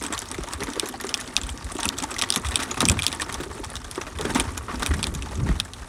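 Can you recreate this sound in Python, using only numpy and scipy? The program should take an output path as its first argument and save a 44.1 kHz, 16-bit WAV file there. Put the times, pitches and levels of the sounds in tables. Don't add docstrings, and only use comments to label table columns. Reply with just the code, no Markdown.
import sys
import numpy as np
from scipy import signal
from scipy.fft import rfft, irfft, next_fast_len
from scipy.io import wavfile
from scipy.ndimage import uniform_filter1d

SR = 44100
rng = np.random.default_rng(int(sys.argv[2]) if len(sys.argv) > 2 else 0)


def attenuation_scalar(level_db):
    decades = np.asarray(level_db, float) / 20
    return 10 ** decades


def master_out(mix):
    frames = np.transpose(np.atleast_2d(mix))
    ceiling = np.clip(frames, -1, 1)
    pcm = np.round(ceiling * 32767).astype(np.int16)
    wavfile.write(sys.argv[1], SR, pcm)


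N = 259431

# [f/Hz, width/Hz, level/dB]
DULL_RINGS = [(2423, 190, 9), (3700, 730, 8), (3130, 450, 0.5)]
# [f/Hz, width/Hz, level/dB]
BRIGHT_RINGS = [(5810, 840, 6.5), (7500, 260, 7.5), (8500, 2800, 8), (10000, 3500, 1.5),
                (13800, 3000, -7.5)]
# [f/Hz, width/Hz, level/dB]
SOLE_RINGS = [(918, 64, 8.5), (1140, 163, 8), (1630, 710, 1), (1838, 156, 7), (2220, 3350, -10),
              (687, 240, 1)]
CHIP_GRIT_DB, GRIND_GRIT_DB = -13, -9
HEEL_SCRAPE_DB = -16


def evened(x):
    return x / np.sqrt(np.mean(x ** 2) + 1e-20)


def column(table, count):
    rows = np.array(table, float)
    return np.interp(np.arange(N) / SR, rows[:, 0], rows[:, count])


def add(mix, s, sound):
    part = mix[round(s * SR):][:len(sound)]
    part += sound[:len(part)]


def ring(x, modes):
    out = np.zeros(len(x))
    for k, (hz, width, db) in enumerate(modes):
        b, a = signal.iirpeak(hz, hz / max(width, 10), SR)
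        out += (-1) ** k * attenuation_scalar(db) * signal.lfilter(b, a, x)
    return out


def varied(modes, detune, spread_db):
    chance = rng.standard_normal((len(modes), 2))
    return [(hz * (1 + detune * u), width, db + spread_db * v)
            for (hz, width, db), (u, v) in zip(modes, chance)]


def struck_at(modes, hz, lift_db):
    near = np.argmin([abs(np.log(mode[0] / hz)) for mode in modes])
    struck = list(modes)
    _, width, db = modes[near]
    struck[near] = (hz, min(width, 0.14 * hz), db + lift_db)
    return struck


def coloured(points):
    f, db = np.transpose(points)
    size = next_fast_len(N)
    hz = np.fft.rfftfreq(size, 1 / SR)
    gain = attenuation_scalar(np.interp(np.log(hz + 1), np.log(f + 1), db))
    return evened(irfft(rfft(rng.standard_normal(size)) * gain, size)[:N])


def lumps(seconds):
    size = max(round(seconds * SR), 1)
    once = uniform_filter1d(rng.standard_normal(N), size)
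    return evened(uniform_filter1d(once, size))


def slips(per_s, spread_db, decay_s):
    happens = rng.exponential(1, N), rng.random(N) < per_s / SR
    size = attenuation_scalar(spread_db * np.minimum(happens[0], 4)) * happens[1]
    energy = signal.lfilter([1], [1, -np.exp(-1 / (decay_s * SR))], size ** 2)
    return evened(np.sqrt(energy))


def snap(db, hz, bright_db, grit_db, second_hz):
    t = np.arange(2200) / SR
    crack, grit, flicker = rng.standard_normal((3, len(t)))
    crack = .36 * crack * np.exp(-t / .001)
    crack[8] += 1.8
    trickle = attenuation_scalar(2.7 * evened(uniform_filter1d(flicker, size=60)))
    trickle = trickle * np.exp(-t / 0.0065) * np.minimum(t / 0.002, 1)

    rings = varied(DULL_RINGS + BRIGHT_RINGS, detune=0.039, spread_db=2.5 if second_hz else 4.0)
    rings = struck_at(rings, hz, lift_db=11.5)
    if second_hz:
        rings = struck_at(rings, second_hz, lift_db=9.0)

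    def sounded(modes, lag, power):
        struck = ring(np.roll(crack, lag), modes)
        struck = struck / np.sqrt(np.mean(struck[:110] ** 2))
        return np.sqrt(power) * (struck + attenuation_scalar(grit_db + 7.5) * trickle * evened(ring(grit, modes)))

    share = 1 / (1 + attenuation_scalar(-2 * bright_db))
    dull = sounded(rings[:len(DULL_RINGS)], 14, 1 - share)
    bright = sounded(rings[len(DULL_RINGS):], 0, share)
    rubbed = attenuation_scalar(grit_db + 5.5) * trickle * evened(ring(grit, SOLE_RINGS))
    return attenuation_scalar(db - 7.0) * (bright - dull + rubbed)


def stone(out_db, hz, grit_db):
    bright_db = 7.5 * np.log2(hz / 4140)
    return snap(out_db, hz, bright_db, grit_db, None)


def knock(db, hz, scrape_db, length):
    t = np.arange(round((length + .05) * SR)) / SR
    release = np.exp(-np.maximum(t - 0.45 * length, 0) / (0.0039 + 0.56 * length))
    press = np.minimum(t / 0.0011, 1) * release
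    shove, rub = rng.standard_normal((2, len(t))) * press
    contact = round(.002 * SR)
    shove[contact] += 18
    rub[contact] += 8
    push = ring(ring(shove, [(hz, 100, 0)]), [(hz, 260, 0)])
    scrape = ring(rub, varied(SOLE_RINGS, detune=0.0043, spread_db=2.0))
    loud = t < length + .004
    push = push / np.sqrt(np.mean(push[loud] ** 2))
    scrape = scrape / np.sqrt(np.mean(scrape[loud] ** 2))
    share = 1 / (1 + attenuation_scalar(-2 * scrape_db))
    return attenuation_scalar(db - 8.0) * (np.sqrt(1 - share) * push + np.sqrt(share) * scrape)


def rustle(db, hz, length):
    t = np.arange(round((length + 0.024) * SR)) / SR
    spray = np.minimum(t / 0.0015, 1) * np.exp(-np.maximum(t - length, 0) / 0.0045)
    rings = struck_at(SOLE_RINGS + DULL_RINGS + BRIGHT_RINGS, hz, lift_db=12.0)
    return attenuation_scalar(db - 3.5) * spray * evened(ring(rng.standard_normal(len(t)), rings))


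def nudge(db, hz, length):
    t = np.arange(round((length + 0.036) * SR)) / SR
    press = np.minimum(t / 0.003, 1) * np.exp(-np.maximum(t - length / 2, 0) / (0.0023 + length / 2))
    rub = rng.standard_normal(len(t)) * press
    rub[round(.001 * SR)] += 8
    rung = ring(rub, struck_at(SOLE_RINGS, hz, lift_db=13.0))
    return attenuation_scalar(db - 7.5) * rung / np.sqrt(np.mean(rung[t < length + .002] ** 2))


def steps():
    # [t/s, level/dB, strongest f/Hz, second f/Hz, grit level/dB]
    cracks = [(0.191, -16, 7250, 8900, -28), (0.7973, -7, 3500, 8650, -26), (1.1419, -6.5, 5400, 2500, -29),
              (1.366, -1.5, 3720, 5940, -28), (1.832, -13, 3830, 8600, -16),
              (1.8552, -9.5, 2560, 10600, -15), (1.89, -8, 3700, 5900, -30), (2.0402, -16, 7500, 2170, -25),
              (2.19, -19.5, 5800, 3700, -7.5), (2.215, -11, 8600, 2470, -22),
              (2.2214, -9.5, 3640, 2540, -24), (2.3038, -2.5, 5080, 8600, -30),
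              (2.3244, -10.5, 3840, 4900, -15.5), (2.3605, -9, 3400, 11300, -11),
              (2.5576, -2, 3700, 8240, -23), (2.633, -20.5, 1880, 5900, -5.5),
              (2.8057, -6, 3730, 4960, -13.5), (2.854, -5.5, 5700, 7500, -22),
              (2.887, -0.5, 8330, 2500, -26), (2.8978, -1, 7150, 2540, -27),
              (2.991, -11.5, 2430, 3520, -18), (3.022, -12, 3600, 8600, -24), (3.066, -2, 5160, 3630, -28),
              (3.128, -15, 3540, 5800, -18), (3.2194, -15, 3680, 8200, -11), (4.3991, -7, 8500, 3180, -18),
              (4.863, -9.5, 2460, 3280, -23), (5.0296, -11, 3320, 8000, -17.5),
              (5.0416, -11, 3650, 3080, -22), (5.6003, -6.5, 3680, 5260, -19.5)]
    crack_bright = [18, 1.5, 4.5, -4, -1, 3.5, -2, 10, 4, -6, -8, 8.5, -3, 2, 1, 3, -4, 7, 5, 7.5, -8, -5,
                    3, -2, -1, 1.5, 1, -2, -13, -6.5]
    # [t/s, level/dB, strongest f/Hz]
    chips = [(0.0645, -18, 8000), (0.2244, -28, 4870), (0.3148, -18.5, 7950), (0.4365, -24.5, 6040),
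             (0.535, -16.5, 8100), (0.7348, -23, 3700), (0.888, -20, 11400), (1.012, -21, 6900),
             (1.039, -24.5, 3250), (1.1759, -23.5, 9200), (1.4147, -20, 7494), (1.5757, -28.5, 6030),
             (1.8804, -23, 7280), (2.025, -18.5, 7000), (2.818, -14, 7150), (2.8815, -22, 8100),
             (3.0804, -17, 3400), (3.149, -24, 8600), (3.343, -17.5, 5750), (3.7018, -26, 9250),
             (3.7552, -20, 3400), (3.9128, -20, 8700), (4.1874, -21.5, 2030), (4.2117, -18, 3600),
             (4.254, -20.5, 3260), (4.5772, -17, 7370), (4.8312, -16.5, 3720), (4.8703, -18.5, 8500),
             (5.0689, -18, 3600), (5.2231, -21.5, 2580)]
    # [t/s, level/dB, strongest f/Hz]
    strays = [(0.219, -22, 8000), (0.257, -29.5, 5460), (0.289, -49, 6460), (0.69, -36, 7500),
              (0.705, -34, 6460), (1.501, -25, 8500), (1.645, -29, 7500), (1.698, -34, 7500),
              (2.0368, -20, 6340), (2.418, -40, 7500), (3.0325, -17, 3520), (3.957, -25.5, 3600),
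              (4.155, -40, 7000), (4.4045, -14, 3200), (5.355, -28, 6540), (5.377, -35, 8000),
              (5.65, -31, 7500)]
    # [t/s, level/dB, strongest f/Hz]
    grinds = [(0.0242, -28, 8500), (0.0384, -21, 8700), (0.1366, -19, 7540), (0.178, -18.5, 2700),
              (0.3448, -22, 2030), (0.5273, -25.5, 6600), (0.6349, -19.5, 7050), (0.8584, -24, 6360),
              (1.0006, -24, 1870), (1.092, -19.5, 3480), (1.4916, -22, 2920), (1.805, -20, 6050),
              (1.986, -18, 7900), (2.0012, -22.5, 2400), (2.1422, -24, 5760), (2.3394, -18, 3670),
              (2.4864, -21, 8100), (2.7129, -16, 6900), (2.9162, -15, 8150), (3.0409, -17.5, 3200),
              (3.3246, -35, 8500), (3.4061, -27.5, 3770), (3.4344, -26, 3630), (3.645, -25, 7100),
              (3.845, -30.5, 3320), (4.015, -24.5, 5860), (4.3479, -17, 7700), (4.8236, -22.5, 3650),
              (5.1495, -22.5, 6800), (5.735, -24, 2780)]
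    # [t/s, level/dB, centre f/Hz, length/s]
    rustles = [(0.146, -25, 4140, 0.0021), (0.604, -25.5, 4200, 0.0016), (1.199, -28, 10000, 0.0058),
               (1.212, -34, 6500, 0.00072), (1.275, -28, 3400, 0.0012), (1.374, -24, 3800, 0.0014),
               (1.435, -30, 3740, 0.001), (1.466, -29.5, 8500, 0.0013), (1.717, -27.5, 8070, 0.004),
               (1.75, -28.5, 8150, 0.0022), (1.782, -29, 7100, 0.0046), (2.106, -28.5, 8500, 0.0067),
               (2.113, -24.5, 7920, 0.004), (2.303, -41, 2200, 0.0032), (2.372, -25, 6260, 0.0046),
               (2.451, -31, 2200, 0.017), (2.466, -24, 3550, 0.0013), (2.516, -29, 3800, 0.0092),
               (2.568, -24, 3600, 0.0038), (2.599, -26.5, 2200, 0.007), (2.622, -23.5, 7960, 0.0082),
               (2.775, -26, 2130, 0.0027), (3.208, -23, 7830, 0.0046), (3.353, -44, 5100, 0.0019),
               (3.947, -33, 5030, 0.0018), (4.302, -27, 1960, 0.0051), (4.359, -29, 2220, 0.019),
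               (4.755, -29, 5170, 0.0015), (4.873, -42, 8400, 0.0014), (4.937, -27.5, 2180, 0.0082)]
    # [t/s, level/dB, knock f/Hz, length/s]
    thuds = [(0.017, -27.5, 268, 0.063), (0.104, -24.5, 317, 0.012), (0.604, -26, 400, 0.04),
             (0.618, -22.5, 190, 0.02), (0.681, -21.5, 273, 0.012), (0.765, -25.5, 377, 0.014),
             (0.831, -21.5, 370, 0.022), (1.043, -20.5, 396, 0.0079), (2.021, -23.5, 287, 0.026),
             (2.369, -18.5, 208, 0.014), (2.829, -13, 256, 0.0066), (3.402, -21.5, 312, 0.012),
             (3.978, -17, 366, 0.0074), (4.195, -24, 420, 0.038), (4.251, -16, 370, .0097),
             (4.356, -10, 264, 0.011), (4.389, -20.5, 246, 0.019), (4.738, -23.5, 205, 0.022),
             (4.909, -18, 260, 0.0089), (5.475, -27, 239, 0.029)]
    # [t/s, level/dB, knock f/Hz, length/s]
    heels = [
        (0.385, -20, 370, 0.0067),
        (1.754, -20.5, 294, 0.0065),
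        (1.853, -23, 240, 0.038),
        (2.717, -27, 367, 0.0079),
        (2.891, -22, 193, 0.036),
        (2.909, -16, 184, 0.017),
        (3.593, -27.5, 367, 0.014),
        (5.493, -18.5, 192, 0.0098),
    ]
    # [t/s, level/dB, length/s]
    scrapes = [(0.123, -22.5, 0.027), (0.441, -43, 0.0092), (0.524, -28.5, 0.033), (1.377, -23, 0.0092),
               (1.788, -21, 0.013), (1.826, -26, 0.043), (1.925, -27.5, 0.012), (2.232, -23, 0.0089),
               (2.509, -34, 0.038), (2.592, -22.5, 0.041), (2.772, -21.5, .011), (2.813, -18, 0.017),
               (3.128, -26.5, 0.024), (3.217, -21.5, .015), (4.012, -25, 0.013), (4.068, -26, 0.014),
               (4.297, -21.5, 0.012), (4.573, -25.5, 0.0084), (4.691, -24.5, 0.025), (4.823, -19.5, .011),
               (5.272, -44, 0.021)]

    out = np.zeros(N)
    for (s, db, hz, second_hz, grit_db), bright_db in zip(cracks, crack_bright):
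        late, weak = rng.random(2)
        add(out, s - .0005, snap(db, hz, bright_db, grit_db, second_hz))
        rebound = stone(db - 21 - 6 * weak, 3400, -13)
        add(out, s + 0.005 * (1.1 + 0.73 * late), rebound)
    for table, grit_db in ((chips, CHIP_GRIT_DB), (strays, CHIP_GRIT_DB), (grinds, GRIND_GRIT_DB)):
        for s, db, hz in table:
            add(out, s - .0003, stone(db, hz, grit_db))
    for s, *row in rustles:
        add(out, s, rustle(*row))
    for table, scrape_db in ((thuds, -5.5), (heels, HEEL_SCRAPE_DB)):
        for s, db, hz, length in table:
            add(out, s - .002, knock(db, hz, scrape_db, length))
    for s, db, length in scrapes:
        add(out, s - .002, knock(db, hz=273, scrape_db=6, length=length))
    return out


def pebbles():
    # [t/s, level/dB, strongest f/Hz]
    pebble_ticks = [(0.0248, -21, 8500), (0.1257, -16, 7600), (0.201, -27, 4640), (0.287, -30, 8480),
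                    (0.3817, -28, 3340), (0.403, -40, 2450), (0.4865, -25, 6500), (0.627, -22, 1960),
                    (0.6708, -23.5, 2000), (0.7018, -25, 7660), (0.758, -25, 1810), (0.8006, -24, 2430),
                    (0.8145, -35, 3600), (1.0686, -23.5, 7360), (1.1453, -14.5, 3100), (1.211, -22, 6290),
                    (1.3793, -29, 3820), (1.4348, -23, 3680), (1.767, -26, 2670), (1.801, -22, 5580),
                    (1.829, -25, 1810), (1.88, -29, 7240), (1.9796, -24, 3800), (1.9842, -22, 3290),
                    (2.1645, -19, 2000), (2.1843, -20, 3400), (2.1903, -15, 5810), (2.2217, -10, 3630),
                    (2.2372, -13.5, 1910), (2.289, -26, 2000), (2.3603, -13, 3100), (2.448, -19, 1850),
                    (2.4703, -28, 8000), (2.5424, -22, 2560), (2.633, -20, 1810), (2.702, -30, 2500),
                    (2.709, -23, 2550), (2.7435, -24, 2580), (2.8726, -29, 6090), (2.9958, -16, 2390),
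                    (3.038, -24, 3400), (3.077, -20, 2710), (3.1178, -23, 3450), (3.1334, -29, 3080),
                    (3.1986, -17.5, 1820), (3.2946, -29, 1800), (3.298, -21, 1820), (3.3257, -20.5, 6090),
                    (3.3578, -34, 2000), (3.639, -25.5, 1740), (3.7663, -22.5, 3680), (4.3132, -34, 1870),
                    (4.338, -29, 3400), (4.7151, -33, 2050), (4.8779, -31, 8160), (5.0026, -31, 4840),
                    (5.0345, -21, 3230), (5.1406, -27, 7490), (5.3743, -36, 8030), (5.4885, -26, 1840)]
    # [t/s of the peak, level/dB, sole f/Hz]
    nudges = [(0.039, -28, 1140), (0.4415, -25, 583), (0.4874, -29, 970), (0.6695, -30, 960),
              (1.1048, -29, 520), (1.171, -28.5, 510), (1.7179, -29, 700), (2.0396, -22, 886),
              (2.1, -26, 1160), (2.1152, -28, 1120), (2.4536, -21.5, 1120), (2.8303, -17, 1230),
              (3.202, -24.5, 1790), (3.295, -24, 1724), (3.3584, -32, 540), (3.635, -27.5, 860),
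              (3.7185, -28, 510), (4.4423, -29, 900), (4.49, -27, 1200), (4.6105, -29.5, 1120),
              (4.7155, -25, 1190), (4.8304, -16.5, 1530), (4.9416, -21.5, 1770), (5.27, -28.5, 880),
              (5.3325, -28, 650)]
    # [t/s, level/dB, sole f/Hz, length/s]
    slaps = [(0.94, -23.5, 810, 0.0026), (1.003, -28, 1850, .008), (1.187, -30.5, 1860, 0.019),
             (2.806, -16, 1240, 0.0073), (4.683, -22.5, 1200, 0.0039), (4.2, -29, 870, .006),
             (5.651, -34.5, 1570, 0.0089), (5.83, -34, 1600, .005), (4.357, -22, 2700, 0.02),
             (2.51, -29, 1830, 0.021), (.86, -29, 970, 0.0082), (1.7, -29.5, 1140, 0.0056),
             (2.141, -32, 1150, 0.0089), (2.436, -28, 1150, 0.0067), (2.9, -27, 1300, .008),
             (3.739, -29, 1400, .006), (5.31, -32.5, 850, 0.0066), (4.3575, -18.5, 996, 0.0058)]
    # [t/s, level/dB, strongest f/Hz]
    more_grinds = [
        (.05, -24, 3000),
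        (.873, -29, 7500),
        (1.846, -22, 3000),
        (1.97, -30, 3300),
        (2.349, -24, 3500),
        (2.51, -25, 8030),
        (2.859, -21, 2500),
        (3.048, -23, 3300),
        (4.796, -29, 7000),
    ]
    # [t/s, level/dB, knock f/Hz, length/s]
    more_heels = [
        (0.709, -27, 300, .012),
        (0.775, -24.5, 348, 0.0087),
        (2.841, -19, 250, 0.011),
        (3.464, -28.5, 380, .008),
        (4.267, -22, 300, .014),
        (4.404, -21, 250, .014),
    ]

    out = np.zeros(N)
    for s, db, hz in pebble_ticks:
        add(out, s - .0003, stone(db - 1.0, hz, grit_db=-12))
    for s, db, hz in nudges:
        add(out, s - .002, nudge(db, hz, length=0.0027))
    for s, *row in slaps:
        add(out, s - .001, nudge(*row))
    for s, db, hz in more_grinds:
        add(out, s - .0003, stone(db, hz, GRIND_GRIT_DB))
    for s, db, hz, length in more_heels:
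        add(out, s - .002, knock(db, hz, HEEL_SCRAPE_DB, length))
    return out


def ticks(per_s, count):
    out = np.zeros(N)
    for hz in np.geomspace(1200, 9500, count):
        clicks = slips(per_s / count, spread_db=3.5, decay_s=0.0006) * rng.standard_normal(N)
        out += ring(clicks, [(hz, 0.09 * hz, 0)])
    return evened(out)


def tread():
    # [t/s, level/dB]
    weight = [(0, 7.5), (.1, -3.5), (.8, 0.5), (1.3, -0.5), (1.6, -4), (1.85, -1), (2.34, 2.5), (2.86, 3),
              (3.3, 1), (3.6, -2), (4.1, -5), (4.22, 3), (4.4, 7.5), (4.62, -5.5), (4.88, 4.5), (5.3, -3.5),
              (5.5, 0.5), (5.68, -8.5), (5.88, -5.5)]
    # [f/Hz, width/Hz, level/dB]
    ground_rings = [(245.5, 40, 6.1), (400, 122, 1.1)]

    fine = slips(400, spread_db=5, decay_s=.0025)
    coarse = slips(150, spread_db=4.2, decay_s=.004)
    heavy = slips(90, spread_db=2.2, decay_s=.012)
    a, b, c = rng.standard_normal((3, N))
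    grit = evened(ring(a * (fine + 0.19 * coarse), DULL_RINGS + BRIGHT_RINGS))
    grit = grit + attenuation_scalar(4.5) * ticks(700, count=12)
    scuff = evened(ring(b * (coarse + 3.6 * fine + 0.047 * heavy), SOLE_RINGS))
    push = evened(ring(c * (heavy + 0.17 * coarse), ground_rings))
    weight_db = column(weight, count=1)
    out = attenuation_scalar(-52.5 + 0.77 * weight_db) * grit
    out += attenuation_scalar(-41.5 + weight_db) * scuff
    out += attenuation_scalar(-43 + 0.91 * weight_db) * push
    return out


def bump(db, hz):
    t = np.arange(-.06, .08, 1 / SR)
    swell = np.exp(-(t * hz / np.where(t < 0, .9, 1.4)) ** 2)
    return attenuation_scalar(db - 3.5) * swell * np.cos(2 * np.pi * (hz * t * (1 - 6.1 * t) + rng.random()))


def wind():
    # [t/s, level/dB]
    gusts = [(0, -44), (.5, -45.5), (1.21, -49), (1.57, -43), (2.18, -45), (2.77, -43), (2.9, -33),
             (3.1, -43), (4.11, -42.5), (4.31, -35), (4.72, -42.5), (4.97, -31), (5.31, -38), (5.45, -28),
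             (5.7, -42.5), (5.88, -47)]
    # [f/Hz, level/dB]
    rumble_spectrum = [(8.8, -45), (15, -21), (46, -0.5), (64, -0.5), (84, 1.5), (119, -6.5), (160, -46),
                       (210, -11.5), (350, -120)]
    # [t/s of the peak, level/dB, half length/s]
    flutters = [
        (2.903, -30.5, 0.088),
        (4.313, -41, 0.11),
        (4.987, -39.5, 0.1),
        (5.456, -31.5, 0.096),
    ]
    # [t/s of the peak, level/dB, swing f/Hz]
    bumps = [(0.415, -25.5, 55.5), (0.557, -25, 75), (0.66, -30, 51), (1.447, -22, 57),
             (1.517, -23.5, 71.4), (1.658, -22, 66), (1.877, -27, 85.4), (2.49, -19, 73), (2.853, -31, 75),
             (2.906, -10.5, 84.6), (2.98, -18, 92.5), (3.509, -34, 78), (3.674, -26.5, 89),
             (3.775, -27, 74.6), (4.175, -24, 67.7), (4.299, -23, 104), (4.411, -23, 61),
             (4.485, -21.5, 83.5), (4.911, -11, 67), (5.098, -19, 56.5), (5.336, -22, 68.6),
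             (5.437, -11, 126), (5.512, -12.5, 54), (5.505, -15, 155), (1.375, -33, 60), (2.076, -35, 67),
             (2.462, -18.5, 80), (2.545, -25.5, 90.5), (3.381, -30, 62), (3.62, -30, 55), (3.87, -29, 60),
             (.392, -26.5, 170), (4.791, -26, 60), (5.82, -28, 60), (3.42, -32, 150), (5.055, -24, 65),
             (4.94, -15.5, 80.4), (5.125, -25, 74.6), (5.395, -17.5, 110), (5.179, -25, 69.3)]

    rumble = coloured(rumble_spectrum) * attenuation_scalar(1.3 * lumps(0.07))
    flutter = ring(ring(rng.standard_normal(N), [(148, 133, 0)]), [(140, 135, 0)])
    flutter = flutter * attenuation_scalar(1.8 * lumps(0.014))
    t = np.arange(N) / SR
    gust = attenuation_scalar(column(gusts, count=1))
    hard = sum(attenuation_scalar(db) * np.exp(-((t - s) / half) ** 2) for s, db, half in flutters)
    out = gust * evened(rumble) + (gust * attenuation_scalar(-7) + hard) * evened(flutter)
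    for s, *row in bumps:
        add(out, s - .06, bump(*row))
    return out


def air():
    # [f/Hz, level/dB]
    hiss_spectrum = [(59, -38), (100, 8.5), (267, -11.5), (577, -2), (1170, -9), (2800, -21.5), (8690, -14),
                     (15100, -30), (16500, -53)]
    return attenuation_scalar(-42.5 - 6.5) * coloured(hiss_spectrum) * attenuation_scalar(2.6 * lumps(0.03))


def scene():
    return (steps() + pebbles() + tread() + wind() + air())[None]


def low_pass(x):
    return signal.sosfilt(signal.butter(12, 16810, fs=SR, output="sos"), x)


def record(dry):
    # [f/Hz, level/dB]
    treble_response = [(10500, -0.5), (12200, -3), (13500, -18), (14800, -5.5), (15900, -17), (16400, -28)]
    hz, db = np.transpose(treble_response)
    treble_fir = signal.firwin2(255, np.r_[0, hz, hz[-1] + 500, SR / 2], np.r_[1, attenuation_scalar(db), 0, 0], fs=SR)
    overloaded = .8 * np.tanh(dry / .8)
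    heard = signal.oaconvolve(overloaded, treble_fir[None], "same")
    return low_pass(heard)


dry = scene()
out = record(dry)
master_out(out)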